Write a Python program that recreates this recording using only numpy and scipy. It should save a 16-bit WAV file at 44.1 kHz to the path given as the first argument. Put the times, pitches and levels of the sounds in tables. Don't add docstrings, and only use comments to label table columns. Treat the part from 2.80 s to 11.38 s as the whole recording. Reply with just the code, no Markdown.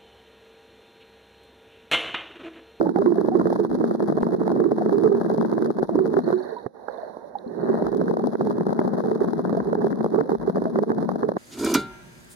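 import sys
import numpy as np
from scipy import signal
from scipy.fft import rfft, irfft, next_fast_len
from scipy.io import wavfile
from scipy.ndimage import uniform_filter1d, map_coordinates

SR = 44100
rng = np.random.default_rng(int(sys.argv[2]) if len(sys.argv) > 2 else 0)


def unload_wav(signal):
    wavfile.write(
        sys.argv[1],
        SR,
        np.round(np.clip(np.atleast_2d(signal).T, -1, 1) * 32767).astype(np.int16),
    )


N = 378378
TIME_S = np.arange(N) / SR

# time_s, level_db
FLOW_LEVEL = [(0.0, -27.5), (1.0, -25.5), (2.6, -23.5), (3.05, -28), (3.25, -27), (3.55, -29.5),
              (3.64, -42.5), (3.75, -49.5), (3.95, -59), (4.62, -53), (4.77, -35), (4.9, -25.5),
              (5.55, -26), (6.2, -24.5), (6.85, -23), (7.55, -28.5), (8.25, -23), (8.58, -31)]
# centre_s, depth_db
FLOW_LULLS = [(0.136, 6.5), (0.886, 6), (0.97, 6), (1.172, 4), (1.567, 5.5), (1.948, 6), (2.933, 9.5),
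              (3.071, 16), (5.111, 8.5), (5.355, 4), (5.515, 6), (5.574, 13), (5.85, 5.5), (6.224, 7.5),
              (6.551, 7), (6.634, 5), (6.85, 7), (6.949, 8), (7.092, 3), (7.157, 2), (7.303, 6.5),
              (7.472, 6), (7.58, 8.5), (7.659, 2), (7.72, 3), (7.912, 7), (8.055, 11), (8.148, 3),
              (8.375, 6.5), (8.52, 7.5)]
# start_s, pitch_hz, relative_db, nominal_t60_s
MAIN_BUBBLES = [(0.007, 327.4, -8.5, 0.1), (0.02, 556, -22.5, 0.23), (0.057, 872, -13.5, 0.045),
                (0.061, 293, -15, 0.18), (0.1, 868, -35, 0.1), (0.165, 779, -21, 0.14),
                (0.215, 590, -13.5, 0.045), (0.228, 231, -14, 0.18), (0.392, 800, -33.5, 0.094),
                (0.185, 398, -12, 0.5), (0.259, 352, -5.5, 0.21), (0.318, 319, -11.5, 0.084),
                (0.381, 369, -0.5, 0.034), (0.516, 746, -18, 0.089), (0.552, 357, -5, 0.03),
                (0.607, 1052, -17, 0.027), (0.789, 427.6, -12, 0.14), (0.8, 345, -13, 0.22),
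                (1.11, 368, -2, 0.031), (1.206, 345.4, -14, 0.24), (1.803, 221.5, -17, 0.16),
                (1.859, 358.5, -1, 0.034), (2.01, 680, -12, 0.035), (2.126, 399, -9, 0.21),
                (2.239, 430.8, -6, 0.21), (2.295, 400.3, -12.5, 0.51), (2.583, 232.5, -16.5, 0.38),
                (2.643, 220, -23.5, 0.24), (2.822, 373, -16.5, 0.2), (2.986, 370.6, -15, 0.23),
                (3.173, 378.3, -11, 0.73), (3.26, 283, -20.5, 0.15), (3.367, 379, -4, 0.15),
                (3.368, 249.3, -21, 0.7), (3.465, 356, -14, 0.45), (3.527, 364, -9, 0.24),
                (3.722, 440, -17.5, 0.089), (3.764, 962, -21, 0.065), (3.84, 455, -23, 0.04),
                (4.083, 820, -13, 0.022), (4.084, 1615, -20.5, 0.014), (4.232, 640, -10.5, 0.02),
                (4.553, 812, -10, 0.031), (4.663, 237, -19, 0.066), (4.896, 383, -6.5, 0.088),
                (5.155, 397.5, -9.5, 0.088), (5.293, 443, -5, 0.051), (5.4, 787, -15, 0.03),
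                (5.441, 255, -17, 0.31), (6.002, 597, -17.5, 0.09), (6.058, 232, -22.5, 0.16),
                (6.316, 434, -10, 0.084), (6.412, 406, 3, 0.034), (6.772, 670, -18, 0.072),
                (6.871, 387, -3, 0.04), (6.983, 412, -10.5, 0.13), (7.045, 394, -10.5, 0.1),
                (7.205, 415, -14.5, 0.098), (7.336, 406, -4, 0.05), (7.36, 1133, -22.5, 0.05),
                (7.378, 438.6, -9.5, 0.16), (7.53, 401, -7, 0.06), (7.677, 398, -1, 0.032),
                (7.765, 592, -18, 0.06), (7.864, 643, -17, 0.071), (7.957, 375.4, -8.5, 0.1),
                (8.018, 398.5, -3, 0.041), (8.437, 424, -8.5, 0.092)]
# time_s, relative_db, left_over_right_db, brightness_db
HARD_SLUGS = [(0.009, -10, -2, 3), (0.07, -17, -5.5, -2), (0.093, -16, -8.5, 2.5), (0.161, -11, -10, 3.5),
              (0.188, -15.5, -1, 0.5), (0.222, -16, 1.5, 0.5), (0.262, -12.5, -2.5, 3.5),
              (0.323, -18, -18, 9), (0.384, -22, -4.5, 8), (0.414, -20, -2.5, 3.5), (0.487, -11, -3, 0),
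              (0.554, -13.5, -2.5, -0.5), (0.598, -14.5, 6, 7.5), (0.615, -15.5, -1, 0.5),
              (0.657, -14, -3.5, -1.5), (0.671, -16.5, -1, -1.5), (0.728, -11.5, -4.5, -6),
              (0.761, -18.5, -2.5, 1.5), (0.8, -14, -3, -2), (0.85, -15, -1.5, -0.5), (0.915, -20, -2, 2),
              (0.951, -19.5, 9.5, -3), (1.011, -16.5, -4, -2.5), (1.042, -12, 1.5, 1),
              (1.112, -12, -0.5, -2.5), (1.151, -16, -1, -3.5), (1.205, -16.5, 7, 2),
              (1.228, -16.5, 6.5, 1), (1.286, -20, 2, -1.5), (1.301, -17, -6, 1.5),
              (1.325, -14.5, 3.5, 3.5), (1.376, -16.5, -1, 2.5), (1.384, -17.5, 3.5, -2),
              (1.412, -21, -2, -2), (1.432, -14, 0.5, 2), (1.469, -14, -4, -2.5), (1.534, -14.5, -8, 0.5),
              (1.549, -15, 4.5, 0), (1.617, -19, 0, 1), (1.68, -13, -14.5, -3.5), (1.704, -18.5, 1, -2),
              (1.719, -17, -1.5, -1), (1.763, -18.5, 3, 1.5), (1.802, -16.5, 13.5, 2.5),
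              (1.919, -10, 3, -4), (1.984, -15, -0.5, 0.5), (2.022, -14.5, 7.5, 1), (2.062, -16.5, 2, 2.5),
              (2.095, -16, 1, 4), (2.128, -14, 2, 0.5), (2.184, -17, 6.5, 5.5), (2.237, -15.5, 2, -1),
              (2.261, -21.5, 5, -6.5), (2.277, -18, 3.5, 5.5), (2.35, -20.5, 3.5, 2.5),
              (2.414, -13, 12, -1), (2.448, -20.5, 14, -3.5), (2.463, -19.5, 3, 3), (2.501, -12.5, 0.5, -5),
              (2.518, -18, 8, 3), (2.546, -15, -1, -7), (2.583, -15.5, 3, 2.5), (2.613, -18.5, 10.5, 3.5),
              (2.628, -17.5, 17.5, -4.5), (2.65, -15.5, 21, 2), (2.728, -15.5, -3, 2),
              (2.781, -15.0, 0, -2), (2.86, -17, -1, 0.5), (2.905, -12, 6, -8), (2.987, -14.5, -5, 1.5),
              (3.03, -10, 5.5, 0.5), (3.094, -15.5, 2, -2), (3.157, -10, 0, -8), (3.191, -14.5, -1, 3.5),
              (3.258, -15, 1.5, -1), (3.341, -14.5, -5, 3.5), (3.369, -14, 7.5, 3), (3.479, -17.5, -12, -2),
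              (3.529, -15.5, -8.5, 6), (3.865, -20, -14.5, 2), (4.085, -22.5, -26, 15),
              (4.371, -26, -7, -5.5), (4.893, -15.5, 5.5, -7), (4.944, -15, -1, -4.5),
              (4.975, -21.5, 3, -3.5), (5.024, -14, -1.5, -1), (5.068, -18, 0, 6), (5.129, -20, -7, 3),
              (5.147, -19.5, 2.5, 0), (5.215, -12.5, -2, 1.5), (5.312, -13.5, 9, -8), (5.34, -16, 13.5, 0),
              (5.371, -14, 4, 0.5), (5.441, -13.5, -1, 0.5), (5.472, -12, 14.5, -12), (5.533, -22, 4.5, 1),
              (5.555, -19, -2.5, 3.5), (5.611, -13, -2, -0.5), (5.672, -16.5, -2, -7), (5.709, -15, 4, 1.5),
              (5.783, -20, 13, -6.5), (5.81, -17, 3, 1.5), (5.868, -12.5, 8.5, -2),
              (5.894, -15.5, 4.5, 2.5), (5.907, -17.5, 7, -4), (5.929, -15.5, 9.5, 2), (6.016, -20, 17, 4),
              (6.051, -16.0, 1, -5.5), (6.078, -16, 7, -1.5), (6.135, -17.5, 11, -9.5),
              (6.185, -18.5, 13, -4), (6.205, -15, 11.5, 1), (6.24, -18.5, 6.5, -0.5), (6.261, -22, 0, -10),
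              (6.285, -20, 4, 2), (6.316, -11.5, 5, -3.5), (6.359, -18, 4.5, -3.5), (6.422, -15.5, -9, 6),
              (6.445, -17, 1.5, 0), (6.486, -17.5, 4.5, -1), (6.534, -14.5, 7, -9.5),
              (6.594, -16.5, 1, -0.5), (6.652, -15.5, 16.5, 2), (6.696, -20, -9.5, 6.5),
              (6.729, -15.5, -2, -2), (6.751, -15, 7.5, -1), (6.773, -18.5, -9, -9.5), (6.803, -16.5, 3, 4),
              (6.931, -12, -2.5, 1.5), (7.02, -18.5, -2.5, 0.5), (7.046, -14.5, 1.5, -3),
              (7.07, -15.5, 2.5, -0.5), (7.129, -19, 16.5, 11), (7.209, -17, -1, -3), (7.245, -12.5, -1, 0),
              (7.263, -12.5, 1, -3), (7.346, -13.5, 0, -0.5), (7.361, -17, -17.5, -0.5),
              (7.411, -15, 3.5, 4.5), (7.495, -12.5, -7, -2.5), (7.552, -16.5, -1, 2.5),
              (7.636, -24.5, 2, 5.5), (7.676, -21, 0, 2), (7.699, -13, 0, -3.5), (7.759, -16.5, 7, 4),
              (7.771, -16.5, 7, 1.5), (7.783, -19, -1, 3), (7.821, -16.5, -5.5, -1.5),
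              (7.856, -16.5, -1.5, 3.5), (7.87, -27, -9.5, -12), (7.959, -15.5, 1, 8.5),
              (7.989, -10.5, -10, 5), (8.036, -14.5, 3, -6), (8.104, -18.5, 0, 4), (8.118, -19, -2.5, 5.5),
              (8.185, -16, -7, -0.5), (8.228, -17, 0, -2.5), (8.292, -14, -5, 5.5), (8.359, -16.5, 5, -2.5),
              (8.433, -14, -2.5, 2.5), (8.491, -11.5, -5.5, -3), (8.569, -14.5, 1, -1)]
# start_s, hold_s, wash_db, coarse_bubbles_db, fine_bubbles_db
ARM_STROKES = [(3.483, 0.21, -36.5, -52.5, -60), (4.115, 0.12, -36, -63.5, -67),
               (4.803, 0.2, -34.5, -53, -66)]
# start_s, level_db, pitch_hz, t60_s
BODY_BUMPS = [(.891, -39.5, 54, 0.29), (2.989, -45, 52.2, 0.39), (3.859, -18.5, 127, 0.04),
              (3.861, -9, 259, 0.023), (4.298, -28.5, 215, 0.05), (5.039, -40, 53.6, 0.48),
              (6.812, -40.5, 54.2, 0.32), (7.576, -37, 51.5, 0.33)]
CLOSE_PINGS = [(3.44, -43, 4270, 0.031), (3.785, -42, 3900, 0.015), (4.176, -51, 3650, 0.027),
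               (4.586, -33, 3920, 0.0097), (4.677, -47, 4200, 0.02)]
# freq_hz, relative_db
LEFT_EARLY = [(20, -46), (50, -54.5), (85, -28), (125, -17), (160, -8), (180, 0.5), (205, 0.5), (232, 6.5),
              (270, -7), (310, -15.5), (420, -10.5), (490, -24), (700, -31.5), (1500, -86)]
LEFT_LATE = [(20, -49), (50, -53), (85, -25.5), (125, -18.5), (155, -7.5), (180, 1.5), (203, 0), (226, 6),
             (270, -8.5), (310, -9.5), (420, -19.5), (490, -19), (700, -24.5), (1500, -81.5)]
RIGHT_EARLY = [(20, -45), (50, -51.5), (85, -31.5), (125, -20), (185, -11.5), (245, -7), (290, -1.5),
               (345, 6.5), (400, -0.5), (460, -3), (510, -26.5), (700, -29), (1500, -81.5)]
RIGHT_LATE = [(20, -48.5), (50, -48.5), (85, -29), (125, -15.5), (180, -8), (250, -5), (300, -2),
              (360, 0.5), (415, 2), (462, -1.5), (510, -27), (700, -33), (1500, -77.5)]
# freq_hz, relative_db
WASH_SPECTRUM = [(30, -30.5), (120, -14), (300, -9), (450, 3), (620, 3), (1000, -3.5), (1300, -11),
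                 (1650, -13), (2000, -25.5), (2400, -44.5), (3000, -67)]
KNOCK_SPECTRUM = [(25, -35.5), (90, -15.5), (180, 2.5), (400, 8.5), (700, 2.5), (1000, -3.5), (1300, -11),
                  (1650, -16.5), (2000, -29.5), (2400, -53), (3000, -75)]
CRACKLE_SPECTRUM = [(2000, -27.5), (3000, -8), (3400, 0), (4100, 5), (5200, 1), (6500, -4.5), (7400, -14.5),
                    (8200, -30), (9200, -8), (10900, -1.5), (12000, -8), (13200, -32)]
FIZZ_SPECTRUM = [(2000, -11), (3200, -24), (3700, -7), (4100, -3.5), (4800, -16), (5700, -10),
                 (6800, -21.5), (8200, -35), (9500, -18.5), (11000, -11.5), (13000, -31)]
RUMBLE_SPECTRUM = [(20, -5), (45, -2.5), (90, 5.5), (140, -1), (190, -6.5), (250, 20.5), (330, -0.5),
                   (600, -39.5)]
# pitch_hz, left_over_right_db
BUBBLE_PAN = [(225, 6), (265, 10), (310, -24.5), (350, -11.5), (440, -12), (580, 7.5), (800, -10),
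              (1000, -8.5)]
# freq_hz, gain_db
CAMERA_EQ = [(15, -20), (30, -12.5), (48, -1.5), (2000, 1.5), (2200, -2), (2400, -26.5), (2600, -14),
             (2780, -6.5), (3020, -15.5), (3250, 0.5)]
# freq_hz, gain_db
WATER_RESPONSE = [(140, -12.5), (300, -4), (430, 4), (900, 1.5), (1300, -4), (1650, 1)]
# freq_hz, gain
LOCAL_TURBULENCE = [(120, 0.16), (250, 0.36), (600, 0.55)]
# freq_hz, lag_rad
LEFT_LAG = [(130, 0), (200, 0.9), (290, 2), (430, 1), (700, 2)]
# freq_hz, share
BRIGHT_SHELF = [(800, 0), (1400, 1)]

TOWING_DB = -26
SHRINK_START_S, SHRINK_SPAN_S = 0.72, 4.7
SLUG_GAP_S, SWEEP_ABOVE_DB = 0.02, -16.5
TICK_LAG_S, TICK_KNEE_DB = 0.15, -35.5
STROKE_RISE_DB_PER_S, STROKE_FALL_DB_PER_S = 133, 72
DIP_S, DIP_WIDTH_S, DIP_DB = 3.909, 0.034, 15.5
LULL_WIDTH_S = 0.015
BAND_LIMIT_HZ = 13100


def pockets(left_db, right_db, slugs):
    wake_db = -2.2 * surges(slugs, width_s=0.029, delay_s=0.037)
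    drive = (1 + 0.5 * surges(slugs, width_s=0.0068)) * amp(wake_db + wobble(14))
    eddies = (unit(pops(per_s=300, spread_db=2.25)) + 0.63 * rng.standard_normal(N)) * drive
    local = filtered(stereo_noise() * drive, lambda hz: along(LOCAL_TURBULENCE, hz))
    push_left = filtered(eddies, lambda hz: np.exp(-1j * along(LEFT_LAG, hz))) + local[0]
    push_right = eddies + local[1]
    late = np.clip((TIME_S - SHRINK_START_S) / SHRINK_SPAN_S, 0, 1)
    left = (1 - late) * coloured(push_left, LEFT_EARLY) + late * coloured(push_left, LEFT_LATE)
    right = (1 - late) * coloured(push_right, RIGHT_EARLY) + late * coloured(push_right, RIGHT_LATE)
    return np.array([limit_swing(left, knee_rms=0.9) * amp(left_db),
                     limit_swing(right, knee_rms=3.2) * amp(right_db)])


def limit_swing(x, knee_rms):
    power = uniform_filter1d(unit(x) ** 2, size=400)
    return unit(x / (1 + (power / knee_rms ** 2) ** 2) ** 0.25)


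def bubbles(slugs, fast):
    out = np.zeros((2, N))
    big = shed(fast, count=7, centre_hz=242, octaves=0.2, relative_db=-21.5, nominal_t60_s=0.3)
    medium = shed(fast, count=24, centre_hz=373.5, octaves=0.25, relative_db=-16, nominal_t60_s=0.14)
    small = shed(fast, count=22, centre_hz=609, octaves=0.17, relative_db=-20, nominal_t60_s=0.05)
    for start_s, hz, relative_db, nominal_t60_s in np.vstack([MAIN_BUBBLES, big, medium, small]):
        tone = ring(hz, 1.25 * nominal_t60_s, attack_s=0.0035, glide=rng.normal(0.019, 0.037), lag_rad=1.2)
        sweeps = (slugs[:, 0] > start_s + 0.018) & (slugs[:, 1] > SWEEP_ABOVE_DB)
        swept_s = np.min(slugs[sweeps, 0] - start_s, initial=1)
        age_s = np.arange(tone.shape[1]) / SR
        damping_db = -12 * np.clip((age_s - swept_s) / 0.012, 0, 1)
        add(out, start_s, amp(relative_db - 1.5 + damping_db) * panned(along(BUBBLE_PAN, hz)) * tone)
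    return out


def shed(fast, count, centre_hz, octaves, relative_db, nominal_t60_s, fade_db_per_s=1.4):
    start_s = moments(fast, count)
    pitch, size, life = rng.uniform(-1, 1, (count, 3)).T
    pitch_hz = centre_hz * 2 ** (octaves * pitch)
    level_db = relative_db - 1.5 * size - fade_db_per_s * start_s
    return np.column_stack([start_s, pitch_hz, level_db, nominal_t60_s * 2 ** (life / 2)])


def shaken(x, fast, jitter_s=0.00013, depth=0.22):
    samples = np.arange(N)
    grip = uniform_filter1d(fast, size=2000)
    warped = samples + jitter_s * SR * grip * wobble(70)
    jittered = np.array([np.interp(warped, samples, port) for port in x])
    return jittered * (1 + depth * grip * wobble(130))


def knocks(slugs, size=2048):
    thuds, spit = np.zeros((2, N)), np.zeros((2, N))
    hz = np.fft.rfftfreq(size, 1 / SR)
    onset = size // 4
    age_s = (np.arange(size) - onset) / SR
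    for time_s, db, pan_db, bright_db in slugs:
        ripple_db = 1.3 * np.interp(hz, np.linspace(0, 4000, 24), rng.standard_normal(24))
        pulse = minimum_phase(along(KNOCK_SPECTRUM, hz) + bright_db * along(BRIGHT_SHELF, hz) + ripple_db)
        width_s = 0.0029 * amp(0.78 * rng.standard_normal())
        swell = np.exp(-(age_s / width_s - 0.35) ** 2)
        hits = 0.74 * swell * stereo_noise(size) / np.linalg.norm(swell)
        left_lag = rng.integers(SR // 4000, SR // 2000)
        hits[[0, 1], [onset + left_lag, onset]] += rng.choice([-1, 1])
        thud = unit(signal.fftconvolve(pulse[None], hits, axes=1)[:, :size])
        burst = swell ** 2 * stereo_noise(size)
        start_s = time_s - onset / SR
        add(thuds, start_s - 0.0011, amp(db - 13.5) * panned(pan_db) * thud)
        add(spit, start_s - 0.0014, amp(1.03 * db - 34) * panned(0.6 * pan_db) * burst)
    return thuds + equalised(spit, CRACKLE_SPECTRUM)


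def all_slugs(fast):
    chance = fast.copy()
    for time_s, *_ in HARD_SLUGS:
        chance[max(int((time_s - SLUG_GAP_S) * SR), 0):int((time_s + SLUG_GAP_S) * SR)] = 0
    times_s = moments(chance, count=24)
    size, side, colour = rng.standard_normal((len(times_s), 3)).T
    weak = np.column_stack([times_s, -21.5 - 6 * size, 2 * side, 2 * colour])
    return np.vstack([HARD_SLUGS, weak])


def surges(slugs, width_s, delay_s=0):
    push = np.zeros(N)
    for time_s, db, *_ in slugs:
        push[int(np.clip(time_s * SR, 0, N - 1))] = amp(db / 2)
    offset_s = np.arange(-SR // 10, SR // 10) / SR
    return unit(signal.fftconvolve(push, np.exp(-np.abs(offset_s - delay_s) / width_s), "same"))


def wash(wash_db, slack, slugs, ticks, ceiling_rms=24):
    patter = np.array([unit(pops(per_s=420, spread_db=0)) for _ in range(2)])
    grains = 1.2 * unit(np.tanh(ticks / ceiling_rms)) + 0.33 * patter * amp(4.3 * wobble(55))
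    mix = (1 - 0.84 * slack) * grains + (0.22 + 0.48 * slack) * stereo_noise()
    wake_db = 3 * (1 - slack) * (0.7 - surges(slugs, width_s=0.016, delay_s=0.03))
    return amp(wash_db + wake_db) * coloured(mix, WASH_SPECTRUM)


def froth(wash_db, per_s, centre_hz):
    out = np.zeros((2, N))
    for when, pitch, size, life, side in rng.random((int(per_s * N / SR), 5)):
        hz = centre_hz * 2 ** (1.25 * (pitch - 0.5))
        db = wash_db[int(when * N)] + 10 * size - 11 * pitch
        tone = ring(hz, (25 + 60 * life) / hz, attack_s=0.0003, glide=0.23, lag_rad=2 * np.pi * side)
        add(out, when * N / SR, amp(db) * panned(20 * (side - 0.5)) * tone)
    return out


def crackle_impulses(slugs):
    shared = pops(per_s=64, spread_db=4) * rng.uniform(-0.83, 1, (2, N))
    local = np.array([pops(per_s=170, spread_db=6) for _ in range(2)])
    return unit((shared + 0.94 * local) * (1 + 0.85 * surges(slugs, width_s=0.0068)))


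def crackle(flow_db, ticks, ceiling_rms=75):
    grains = unit(np.tanh(ticks / ceiling_rms)) + 0.25 * stereo_noise()
    earlier_db = np.interp(TIME_S - TICK_LAG_S, TIME_S, flow_db)
    settled_db = np.minimum(flow_db, (flow_db + earlier_db) / 2)
    drive_db = np.minimum(settled_db, TOWING_DB) + 1.4 * np.minimum(settled_db - TICK_KNEE_DB, 0)
    return amp(drive_db - 35.5 + 0.72 * wobble(4)) * panned(1.8) * coloured(grains, CRACKLE_SPECTRUM)


def strokes():
    each_db = []
    for start_s, hold_s, *levels_db in ARM_STROKES:
        rise_db = STROKE_RISE_DB_PER_S * np.maximum(start_s - TIME_S, 0)
        fall_db = STROKE_FALL_DB_PER_S * np.maximum(TIME_S - start_s - hold_s, 0)
        each_db.append(np.array(levels_db)[:, None] - rise_db - fall_db)
    return power_sum_db(-120, *each_db)


def cloud(level_db, centre_hz, octaves, per_s, t60_s):
    out = np.zeros((2, N))
    first_s = ARM_STROKES[0][0] - 0.3
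    span_s = ARM_STROKES[-1][0] - ARM_STROKES[0][0] + 0.9
    for when, pitch, size, side in rng.random((int(per_s * span_s), 4)):
        hz = centre_hz * 2 ** (octaves * (pitch - 0.5))
        tone = ring(hz, t60_s, attack_s=0.0014, lag_rad=2 * np.pi * side)
        add(out, first_s + when * span_s, amp(20 * size) * panned(14 * (side - 0.5)) * tone)
    return amp(level_db) * unit(out) * np.sqrt(span_s * SR / N)


def struck_tones(table, attack_s, pan_db):
    out = np.zeros((2, N))
    for start_s, db, hz, t60_s in table:
        add(out, start_s, amp(db) * panned(pan_db) * ring(hz, t60_s, attack_s))
    return out


def click(start_s=1.4235, level_db=-33, decay_s=0.005):
    out = np.zeros((2, N))
    add(out, start_s, amp(level_db) * panned(0.63) * np.exp(-TIME_S[:SR // 10] / decay_s))
    return out


def fizz(fine_db, dip_db):
    hiss = amp(-71.5 - dip_db / 2 + 2.1 * wobble(27)) * coloured(stereo_noise(), FIZZ_SPECTRUM)
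    prickle = np.array([pops(per_s=830, spread_db=5) for _ in range(2)])
    return hiss + amp(fine_db - 4.5) * coloured(prickle, FIZZ_SPECTRUM)


def rumble(dip_db):
    level_db = -57 - dip_db / 2 + 1.3 * wobble(14)
    return amp(level_db) * coloured(rng.standard_normal(N) + 1.3 * stereo_noise(), RUMBLE_SPECTRUM)


def camera(water, ceiling=0.61):
    return equalised(ceiling * np.tanh(water / ceiling), CAMERA_EQ)


def ring(hz, t60_s, attack_s, glide=0, lag_rad=0):
    age_s = np.arange(int(max(t60_s, 0.004) * SR)) / SR
    phase = 2 * np.pi * hz * age_s * (1 + glide * age_s / t60_s / 2)
    envelope = amp(-60 * age_s / t60_s) * (1 - np.exp(-age_s / attack_s))
    return envelope * np.sin(phase - np.array([[lag_rad], [0]]))


def pops(per_s, spread_db):
    fires = rng.random(N) < per_s / SR
    return fires * amp(spread_db * rng.standard_normal(N)) * rng.choice([-1, 1], N)


def moments(chance, count):
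    total = np.cumsum(chance)
    return np.searchsorted(total, total[-1] * (np.arange(count) + rng.random(count)) / count) / SR


def wobble(knots_per_s):
    knots = rng.standard_normal(int(N * knots_per_s / SR) + 4)
    return map_coordinates(knots, [np.arange(N) * knots_per_s / SR])


def stereo_noise(size=N):
    return rng.standard_normal((2, size))


def amp(db):
    return 10 ** (np.asarray(db) / 20)


def power_sum_db(*levels_db):
    return 10 * np.log10(sum(amp(db) ** 2 for db in levels_db))


def unit(x):
    return x / np.sqrt(np.mean(x ** 2, axis=-1, keepdims=True) + 1e-20)


def along(points, hz):
    freq_hz, values = np.transpose(points)
    return np.interp(np.log(hz + 1), np.log(freq_hz + 1), values)


def filtered(x, response):
    size = next_fast_len(N + SR // 4)
    return irfft(rfft(x, size) * response(np.fft.rfftfreq(size, 1 / SR)), size)[..., :N]


def equalised(x, spectrum):
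    return filtered(x, lambda hz: amp(along(spectrum, hz)))


def coloured(x, spectrum):
    return unit(equalised(x, spectrum))


def minimum_phase(spectrum_db):
    cepstrum = irfft(np.log(amp(spectrum_db)))
    half = len(cepstrum) // 2
    cepstrum[1:half] *= 2
    cepstrum[half + 1:] = 0
    return irfft(np.exp(rfft(cepstrum)))


def panned(pan_db):
    return unit(amp(np.array([pan_db, -pan_db]) / 2))[:, None]


def add(out, start_s, sound):
    start = int(np.clip(start_s * SR, 0, N - 1))
    out[:, start:start + sound.shape[-1]] += sound[..., :N - start]


def scene():
    flow_db = np.interp(TIME_S, *np.transpose(FLOW_LEVEL))
    slack = np.clip((-27.5 - flow_db) / 14, 0, 1)
    fast = (slack < 0.2).astype(float)
    lull_db = sum(db * np.exp(-((TIME_S - at_s) / LULL_WIDTH_S) ** 2) for at_s, db in FLOW_LULLS)
    dip_db = DIP_DB * np.exp(-((TIME_S - DIP_S) / DIP_WIDTH_S) ** 4)
    slugs = all_slugs(fast)
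    ringing = amp(-lull_db / 2) * shaken(bubbles(slugs, fast), fast)
    ticks = crackle_impulses(slugs)
    splash_db, coarse_db, fine_db = strokes() - dip_db

    speed_db = flow_db - TOWING_DB
    air_loss_db = 0.73 * TIME_S
    left_db = flow_db + 0.57 + 1.22 * wobble(7)
    right_db = -21.1 + 0.81 * speed_db - air_loss_db + 2.44 * wobble(7) - dip_db / 2
    rush_db = -39.5 + speed_db + 1.22 * wobble(7)
    pool_db = -43 - dip_db
    wash_db = power_sum_db(rush_db, pool_db, splash_db) - lull_db
    gurgle = amp(-lull_db) * pockets(left_db, right_db, slugs)

    lean_right = amp(slack * np.array([[-8], [2.2]]))
    churn = knocks(slugs)
    churn += lean_right * (wash(wash_db, slack, slugs, ticks) + froth(wash_db, per_s=39, centre_hz=762))
    churn = (1 - slack) * churn + slack * equalised(churn, WATER_RESPONSE)
    sparkle = panned(-1.6) * cloud(coarse_db, centre_hz=1626, octaves=0.42, per_s=670, t60_s=0.039)
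    sparkle += panned(1.5) * cloud(fine_db, centre_hz=4150, octaves=0.25, per_s=600, t60_s=0.011)
    treble = amp(-0.54 * lull_db) * crackle(flow_db, ticks) + fizz(fine_db, dip_db)
    pings = struck_tones(CLOSE_PINGS, attack_s=0.00073, pan_db=9)
    bumps = struck_tones(BODY_BUMPS, attack_s=0.0072, pan_db=-8.5)
    water = gurgle + ringing + churn + sparkle + treble + pings + bumps + rumble(dip_db)
    return camera(water) + click()


def record(dry):
    return filtered(dry, lambda hz: hz < BAND_LIMIT_HZ)


dry = scene()
out = record(dry)
unload_wav(out)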